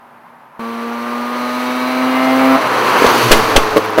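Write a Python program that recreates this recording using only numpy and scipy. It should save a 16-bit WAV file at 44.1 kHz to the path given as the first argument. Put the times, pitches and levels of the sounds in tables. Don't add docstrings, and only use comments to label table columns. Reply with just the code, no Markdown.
import sys
import numpy as np
from scipy import signal
from scipy.fft import rfft, irfft, next_fast_len
from scipy.io import wavfile
from scipy.ndimage import uniform_filter1d, map_coordinates

SR = 44100
rng = np.random.default_rng(int(sys.argv[2]) if len(sys.argv) > 2 else 0)


def transcribe(signal):
    frames = np.atleast_2d(signal).T
    limited = np.clip(frames, -1, 1)
    pcm = np.round(limited * 32767).astype(np.int16)
    wavfile.write(sys.argv[1], SR, pcm)


N = 176400
CUT_S, LIFT_S = 0.594, 2.558


def amp(db):
    return 10 ** (np.asarray(db) / 20)


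def unit(x):
    return x / np.sqrt(np.mean(x ** 2) + 1e-20)


def clock():
    return np.arange(N) / SR


def curve(rows):
    return np.interp(clock(), *np.transpose(rows))


def wobble(rate):
    return map_coordinates(rng.standard_normal(int(N * rate / SR) + 4), [clock() * rate])


def filtered(x, response):
    m = next_fast_len(N + SR)
    return irfft(rfft(x, m) * response(np.fft.rfftfreq(m, 1 / SR)), m)[:N]


def noise(colour):
    hz, db = np.transpose(colour)
    response = lambda f: amp(np.interp(np.log(f + 1), np.log(hz), db))
    return unit(filtered(rng.standard_normal(N), response))


def decay(age, t60):
    return (age >= 0) * amp(-60 * np.maximum(age, 0) / t60)


def bell(offset, width):
    return np.exp(-(offset / width) ** 2)


def puffs(colour, angle, pulsing):
    return unit(noise(colour) * np.exp(pulsing * np.cos(angle)))


# pitch_hz, level_db
TRAFFIC_COLOUR = [(40, -38), (140, -8.5), (300, -11), (520, -9.5), (950, 1), (1860, -12), (3650, -28.5),
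                  (7200, -40.5), (10000, -39), (11000, -30), (12100, -45), (13300, -30), (15500, -46)]
TRAFFIC_DB = -42
FAR_ENGINE_HZ, FAR_ENGINE_DB = 239, -55


def traffic():
    hum = np.sqrt(2) * np.sin(2 * np.pi * FAR_ENGINE_HZ * clock() + 0.2 * wobble(10))
    road = amp(TRAFFIC_DB + 0.74 * wobble(22.3)) * noise(TRAFFIC_COLOUR)
    return road + amp(FAR_ENGINE_DB + wobble(6.2)) * hum


# time_s, turns_per_s
SHAFT = [(.594, 114.5), (1, 118.4), (1.4, 122.4), (2, 128.1), (2.3, 130.7), (2.59, 132.9), (2.62, 125.5),
         (2.68, 123.6), (2.95, 126), (3.1, 122), (3.26, 120), (3.4, 111.5), (3.6, 109), (4, 105.5)]
JITTER = 0.0012


def shaft_angle():
    return 2 * np.pi * np.cumsum(curve(SHAFT) * (1 + JITTER * wobble(29.63))) / SR


# time_s, level_db
DRONE = [(.6, -30), (1, -27), (1.45, -23), (1.9, -19.5), (2.2, -16), (2.4, -13.5), (2.55, -12.5)]
ORDERS_FAR = [-30, 2.3, -12, -4.5, -13, -11, -18, -10, -9, -1, -16, -14]
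ORDERS_MID = [-29, -.6, -20, -13, -8, -16, -10, -11, -9, -3.5, -16, -15]
ORDERS_NEAR = [-27, 1.4, -22, -8, -7.5, -9, -24, -12.5, -16, -16, -27, -24]
ORDER_TIMES = [0.9, 1.53, 2.35]
# time_s, half_length_s, pitch_hz, half_width_hz, lift_db
SWELLS = [(1.92, .18, 4060, 130, 15), (1.75, .25, 3770, 70, 13), (1.45, .18, 4080, 110, 13),
          (1.8, .35, 2270, 70, 11), (2.22, .22, 2090, 60, 13), (2.17, .3, 2850, 60, 11),
          (2.54, .09, 1280, 160, 7), (2.61, .1, 640, 70, 5.5), (1.7, .2, 2640, 60, 8)]
# pitch_hz, level_db
RASP_COLOUR = [(150, -28), (300, -17), (600, 3), (1150, -6.5), (1600, -6), (2300, 7), (3300, -37),
               (4100, -20), (7000, -22), (15000, -16.5)]
RASP_DB, RASP_PULSING = -13, 0.44
OVERTONE_DB = -0.5
UPPER_DB, UPPER_DB_PER_OCTAVE, UPPER_NEAR_DB = -19, -9.5, -3
FLUTTER_DB, FLUTTER_RATE = 1.8, 18
FIRING_FALL_S, OVERTONE_FALL_S = 0.017, 0.017
RINGING_ORDER, RINGING_FALL_S = 5, 0.1


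def drone(angle, count=40):
    t = clock()
    speed = curve(SHAFT)
    coast = np.maximum(t - LIFT_S, 0)
    fading = np.exp(-coast / OVERTONE_FALL_S)

    def overtone_db(k):
        swell = sum(lift * bell(t - s, length) * bell(k * speed - hz, width)
                    for s, length, hz, width, lift in SWELLS)
        return swell + FLUTTER_DB * wobble(FLUTTER_RATE)

    firing, overtones = np.zeros(N), np.zeros(N)
    for k, levels in enumerate(zip(ORDERS_FAR, ORDERS_MID, ORDERS_NEAR), 1):
        partial = amp(np.interp(t, ORDER_TIMES, levels)) * np.sin(k * angle + rng.uniform(0, 2 * np.pi))
        if k == 2:
            firing += amp(0.45 * wobble(16)) * partial
        else:
            fall = RINGING_FALL_S if k == RINGING_ORDER else OVERTONE_FALL_S
            overtones += amp(OVERTONE_DB + overtone_db(k)) * partial * np.exp(-coast / fall)

    top = len(ORDERS_FAR)
    for k in range(top + 1, count):
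        db = UPPER_DB + UPPER_DB_PER_OCTAVE * np.log2(k / top) + overtone_db(k)
        db += UPPER_NEAR_DB * np.interp(t, ORDER_TIMES, [0, 0, 1])
        phase = k * angle + rng.uniform(0, 2 * np.pi) + 0.5 * wobble(25)
        overtones += amp(db) * np.sin(phase) * fading

    rasp = amp(RASP_DB) * puffs(RASP_COLOUR, 2 * angle, RASP_PULSING) * fading
    tones = np.sqrt(2) * (firing * np.exp(-coast / FIRING_FALL_S) + overtones)
    return amp(curve(DRONE)) * (tones + rasp)


# time_s, level_db
ROAR = [(.6, -31.5), (1.1, -27), (1.6, -25.5), (2, -21), (2.3, -19.5), (2.55, -15.5), (2.68, -15.5),
        (2.9, -12.5), (3.06, -10.5), (3.28, -15), (3.45, -14), (3.65, -17.5), (3.85, -20), (4, -21)]
# time_s, level_db
HISS = [(.6, -46.5), (1.1, -40.5), (1.6, -34.5), (2.1, -35.5), (2.5, -32.5), (2.72, -30), (2.92, -25.5),
        (3.07, -21), (3.28, -20), (3.45, -25), (3.65, -30), (4, -39)]
# pitch_hz, level_db
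ROAR_FRONT = [(35, -74), (60, -58), (91, -28), (123, -20), (194, -9), (301, -1.5), (353, -3.5), (382, -4),
              (414, -2), (505, -0.5), (655, -3.5), (1030, 3), (3160, -14.5), (3420, -21.5), (4700, -28.5),
              (7000, -55), (9100, -44), (15400, -120)]
ROAR_REAR = [(35, -69), (60, -47), (97, -15), (183, -12.5), (210, -16), (247, -8), (320, -2), (390, -9),
             (431, 4), (486, -4), (604, -4.5), (1140, -0.5), (1420, -4.5), (6210, -31), (7000, -50),
             (9100, -64), (15400, -120)]
# pitch_hz, level_db
HISS_FRONT = [(1500, -29), (2700, 8), (3400, 1.5), (4100, 10), (5300, -1), (6000, 3.5), (7000, -9),
              (8000, -5), (8600, -11.5), (10000, -3), (10500, -10), (10900, 0.5), (11600, -11),
              (12100, -18), (12700, -9), (13300, -2), (13700, -5), (14300, -6), (15800, -18)]
HISS_CLOSE = [(1500, -5.5), (2700, 9), (3500, 0.5), (4500, 6), (5300, -3), (6100, 1), (7300, -8.5),
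              (9000, -9.5), (11000, -6), (12200, -10), (13300, -6), (15800, -12)]
TURN_S = [2.98, 3.47]


def after_lift():
    return np.interp(clock(), [LIFT_S, TURN_S[0]], [0, 1])


def tyres():
    rear = np.interp(clock(), TURN_S, [0, 1])
    close = after_lift()
    roar = np.sqrt(1 - rear) * noise(ROAR_FRONT) + np.sqrt(rear) * noise(ROAR_REAR)
    hiss = np.sqrt(1 - close) * noise(HISS_FRONT) + np.sqrt(close) * noise(HISS_CLOSE)
    return amp(curve(ROAR) + 0.8 * wobble(45)) * roar + amp(curve(HISS) + 0.9 * wobble(60)) * hiss


# pitch_hz, peak_level_db
TREBLE_TONES = [(10900, -58), (13300, -57)]
TREBLE_FADE_S = 2.0


def treble_tones():
    t = clock()
    tones = sum(amp(db) * np.sin(2 * np.pi * hz * t + 1.3 * wobble(250)) for hz, db in TREBLE_TONES)
    return tones * np.interp(t, [TREBLE_FADE_S, LIFT_S], [1, 0])


# pitch_hz, level_db
RUMBLE_COLOUR = [(15, -2), (30, -13), (60, -4), (120, -14), (400, -70)]
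RUMBLE_DB = -74


def air():
    return amp(RUMBLE_DB + 2 * wobble(4)) * noise(RUMBLE_COLOUR)


# time_s, level_db
OVERRUN = [(2.5, -37), (2.66, -37), (3, -30.5), (3.25, -24), (3.4, -27), (3.65, -33), (4, -36)]
# shaft_multiple, level_db
OVERRUN_ORDERS = [(1, -3.5), (2, -3.5), (3, -3), (4, -4), (5, -7.5)]
# pitch_hz, level_db
CHUFF_COLOUR = [(120, -43), (280, 1), (1500, 0), (15000, -28)]
CHUFF_DB, CHUFF_PULSING = 1, 1.1
# time_s, level_db
PIPE_SING = [(3.3, -45), (3.45, -34), (3.69, -29.5), (3.73, -28), (3.79, -22), (3.87, -45), (4, -16)]
PIPE_ORDER, OVERRUN_RISE_S = 4, 0.017


def overrun(angle):
    burble = sum(amp(db + 2.9 * wobble(21.77)) * np.sin(k * angle + 0.18 * k * wobble(25))
                 for k, db in OVERRUN_ORDERS)
    chuff = amp(CHUFF_DB) * puffs(CHUFF_COLOUR, angle, CHUFF_PULSING)
    sing = amp(curve(PIPE_SING)) * np.sin(PIPE_ORDER * angle + 0.5 * wobble(25))
    engine = amp(curve(OVERRUN)) * (np.sqrt(2) * burble + chuff) + np.sqrt(2) * sing
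    return engine * np.clip((clock() - LIFT_S) / OVERRUN_RISE_S, 0, 1)


# time_s, pitch_ratio
DOPPLER = [(2.85, 1.06), (3.05, 1.035), (3.16, .99), (3.27, .96), (3.5, .935)]


def passing(hz):
    return 2 * np.pi * hz * np.cumsum(curve(DOPPLER)) / SR


TREAD_HZ = [891, 1164, 1318, 1435, 1574, 2063, 3020]
TREAD_DB, TREAD_DB_PER_OCTAVE = -21, -11
# time_s, pitch_hz
HOWL = [(2.8, 1040), (3.02, 1050), (3.09, 950), (3.2, 935), (3.27, 1020), (3.42, 1120), (3.53, 1160),
        (3.65, 1030), (3.8, 1020), (3.92, 945)]
HOWL_DB = -11


def tread():
    tones = np.zeros(N)
    for hz in TREAD_HZ:
        db = TREAD_DB + TREAD_DB_PER_OCTAVE * np.log2(hz / TREAD_HZ[0]) + 3.6 * wobble(12)
        tones += amp(db) * np.sin(passing(hz) + 1.2 * wobble(35))
    howl_phase = 2 * np.pi * np.cumsum(curve(HOWL)) / SR + 0.8 * wobble(70)
    howl = amp(HOWL_DB + 2 * wobble(40)) * np.sin(howl_phase)
    return amp(curve(ROAR)) * np.sqrt(2) * (tones + howl) * after_lift()


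WHISTLE_HZ, WHISTLE_DB = 13000, -36.5
WHISTLE_S, WHISTLE_WIDTH_S = 3.15, 0.17


def whistle():
    tone = np.sin(passing(WHISTLE_HZ) + 0.8 * wobble(300))
    return amp(WHISTLE_DB) * tone * bell(clock() - WHISTLE_S, WHISTLE_WIDTH_S)


# start_s, level_db, pitch_ratio
POPS = [(3.0211, -0.5, 0.86), (3.0443, 3, .92), (3.049, -2, 0.95), (3.310, -1, 1), (3.557, -4.5, 0.97),
        (3.578, -2, 0.8), (3.762, -2, 0.948), (3.7687, 6.5, .92), (3.7778, 0, .94), (3.9785, -2.5, 1.01),
        (3.9849, 2.5, 1.12), (3.994, -0.5, 0.93)]
# pitch_hz, level_db, t60_s
PIPE = [(354, -11.5, 0.06), (443, -13.5, .06), (537, 3, 0.027), (630, -10.5, 0.017), (1122, -8, 0.024)]
PIPE_SCATTER = 0.013
# pitch_hz, level_db
SPIT_COLOUR = [(200, 3.5), (1500, 0), (4000, -6.5), (7000, -20), (12000, -16.5), (16000, -20)]
SPIT_DB, SPIT_T60, POP_LOW_HZ = -14.5, 0.036, 222


def pops():
    out, gas = np.zeros(N), noise(SPIT_COLOUR)
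    for s, db, pitch in POPS:
        age = clock() - s
        ring = np.zeros(N)
        for hz, level, t60 in PIPE:
            mode_hz = hz * pitch * rng.normal(1, PIPE_SCATTER)
            ring += amp(level) * decay(age, t60) * np.sin(2 * np.pi * mode_hz * age)
        spit = amp(SPIT_DB) * gas * decay(age, SPIT_T60)
        out += amp(db) * (spit - ring)
    return signal.sosfilt(signal.butter(2, POP_LOW_HZ, 'high', fs=SR, output='sos'), out)


# pitch_hz, level_db
STREET_COLOUR = [(100, -19), (450, -6), (1000, -1.5), (3000, -7), (12000, -3)]
STREET_DB, STREET_T60, STREET_DELAY_S = -14.5, 0.2, 0.012


def street(x):
    tail = noise(STREET_COLOUR) * decay(clock() - STREET_DELAY_S, STREET_T60)
    return amp(STREET_DB) * signal.fftconvolve(x, tail / np.linalg.norm(tail))[:N]


# start_s, level_db, hold_s, pressure_surge (0-1)
BANGS = [(3.062, -6.5, .002, 0), (3.3137, 11, 0.0074, 1), (3.438, -15, .002, 0.07),
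         (3.5613, 7.5, 0.0021, 0.78), (3.703, -19, 0.00092, 0.08)]
# pitch_hz, level_db
BANG_COLOUR = [(60, 3), (200, -6), (500, 3.5), (1200, -5), (3000, -3), (6000, -15.5), (11000, -22),
               (16000, -28)]
BANG_ATTACK_S, BANG_T60 = 0.0051, 0.046


def bangs():
    t, envelope = clock(), np.zeros(N)
    for s, db, hold, _ in BANGS:
        attack = np.clip((t - s) / BANG_ATTACK_S, 0, 1)
        envelope += amp(db) * attack * decay(np.maximum(t - s - hold, 0), BANG_T60)
    return envelope * noise(BANG_COLOUR)


SUCTION, SUCTION_S, SUCTION_DELAY_S = 0.52, 0.014, 0.012
REBOUND, REBOUND_S, REBOUND_DELAY_S = 0.076, 0.036, 0.061


def surge():
    t, pressure = clock(), np.zeros(N)
    for s, _, _, size in BANGS:
        suction = SUCTION * bell(t - s - SUCTION_DELAY_S, SUCTION_S)
        rebound = REBOUND * bell(t - s - REBOUND_DELAY_S, REBOUND_S)
        pressure += size * (rebound - suction)
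    return pressure


# start_s, level_db
TICKS = [(3.3745, -20), (3.6435, -29), (3.849, -27), (3.8586, -27), (3.9055, -30)]
# pitch_hz, level_db
TICK_COLOUR = [(5000, -25), (12000, 0), (16000, -9)]
TICK_T60 = 0.009


def ticks():
    return noise(TICK_COLOUR) * sum(amp(db) * decay(clock() - s, TICK_T60) for s, db in TICKS)


def scene():
    angle = shaft_angle()
    engine = drone(angle) + overrun(angle) + whistle()
    road = tyres() + tread() + treble_tones()
    shots = pops() + bangs()
    car = engine + road + ticks() + shots + street(shots)
    return np.where(clock() < CUT_S, traffic(), car + air())[None]


CLIP_TOP, CLIP_KNEE = 1.0, 8


def overload(x):
    return x / (1 + np.abs(x / CLIP_TOP) ** CLIP_KNEE) ** (1 / CLIP_KNEE)


COUPLING_HZ, TOP_HZ = 2.7, 15820
SURGE_GROWS = 1.5


def record(dry):
    x = dry[0]
    swing = filtered(surge(), lambda f: 1j * f / (COUPLING_HZ + 1j * f))
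    drive = np.sqrt(np.abs(uniform_filter1d(x ** 2, size=220)))
    push = swing * (1 + SURGE_GROWS * drive)
    return filtered(overload(x + push), lambda f: f < TOP_HZ)[None]


dry = scene()
out = record(dry)
transcribe(out)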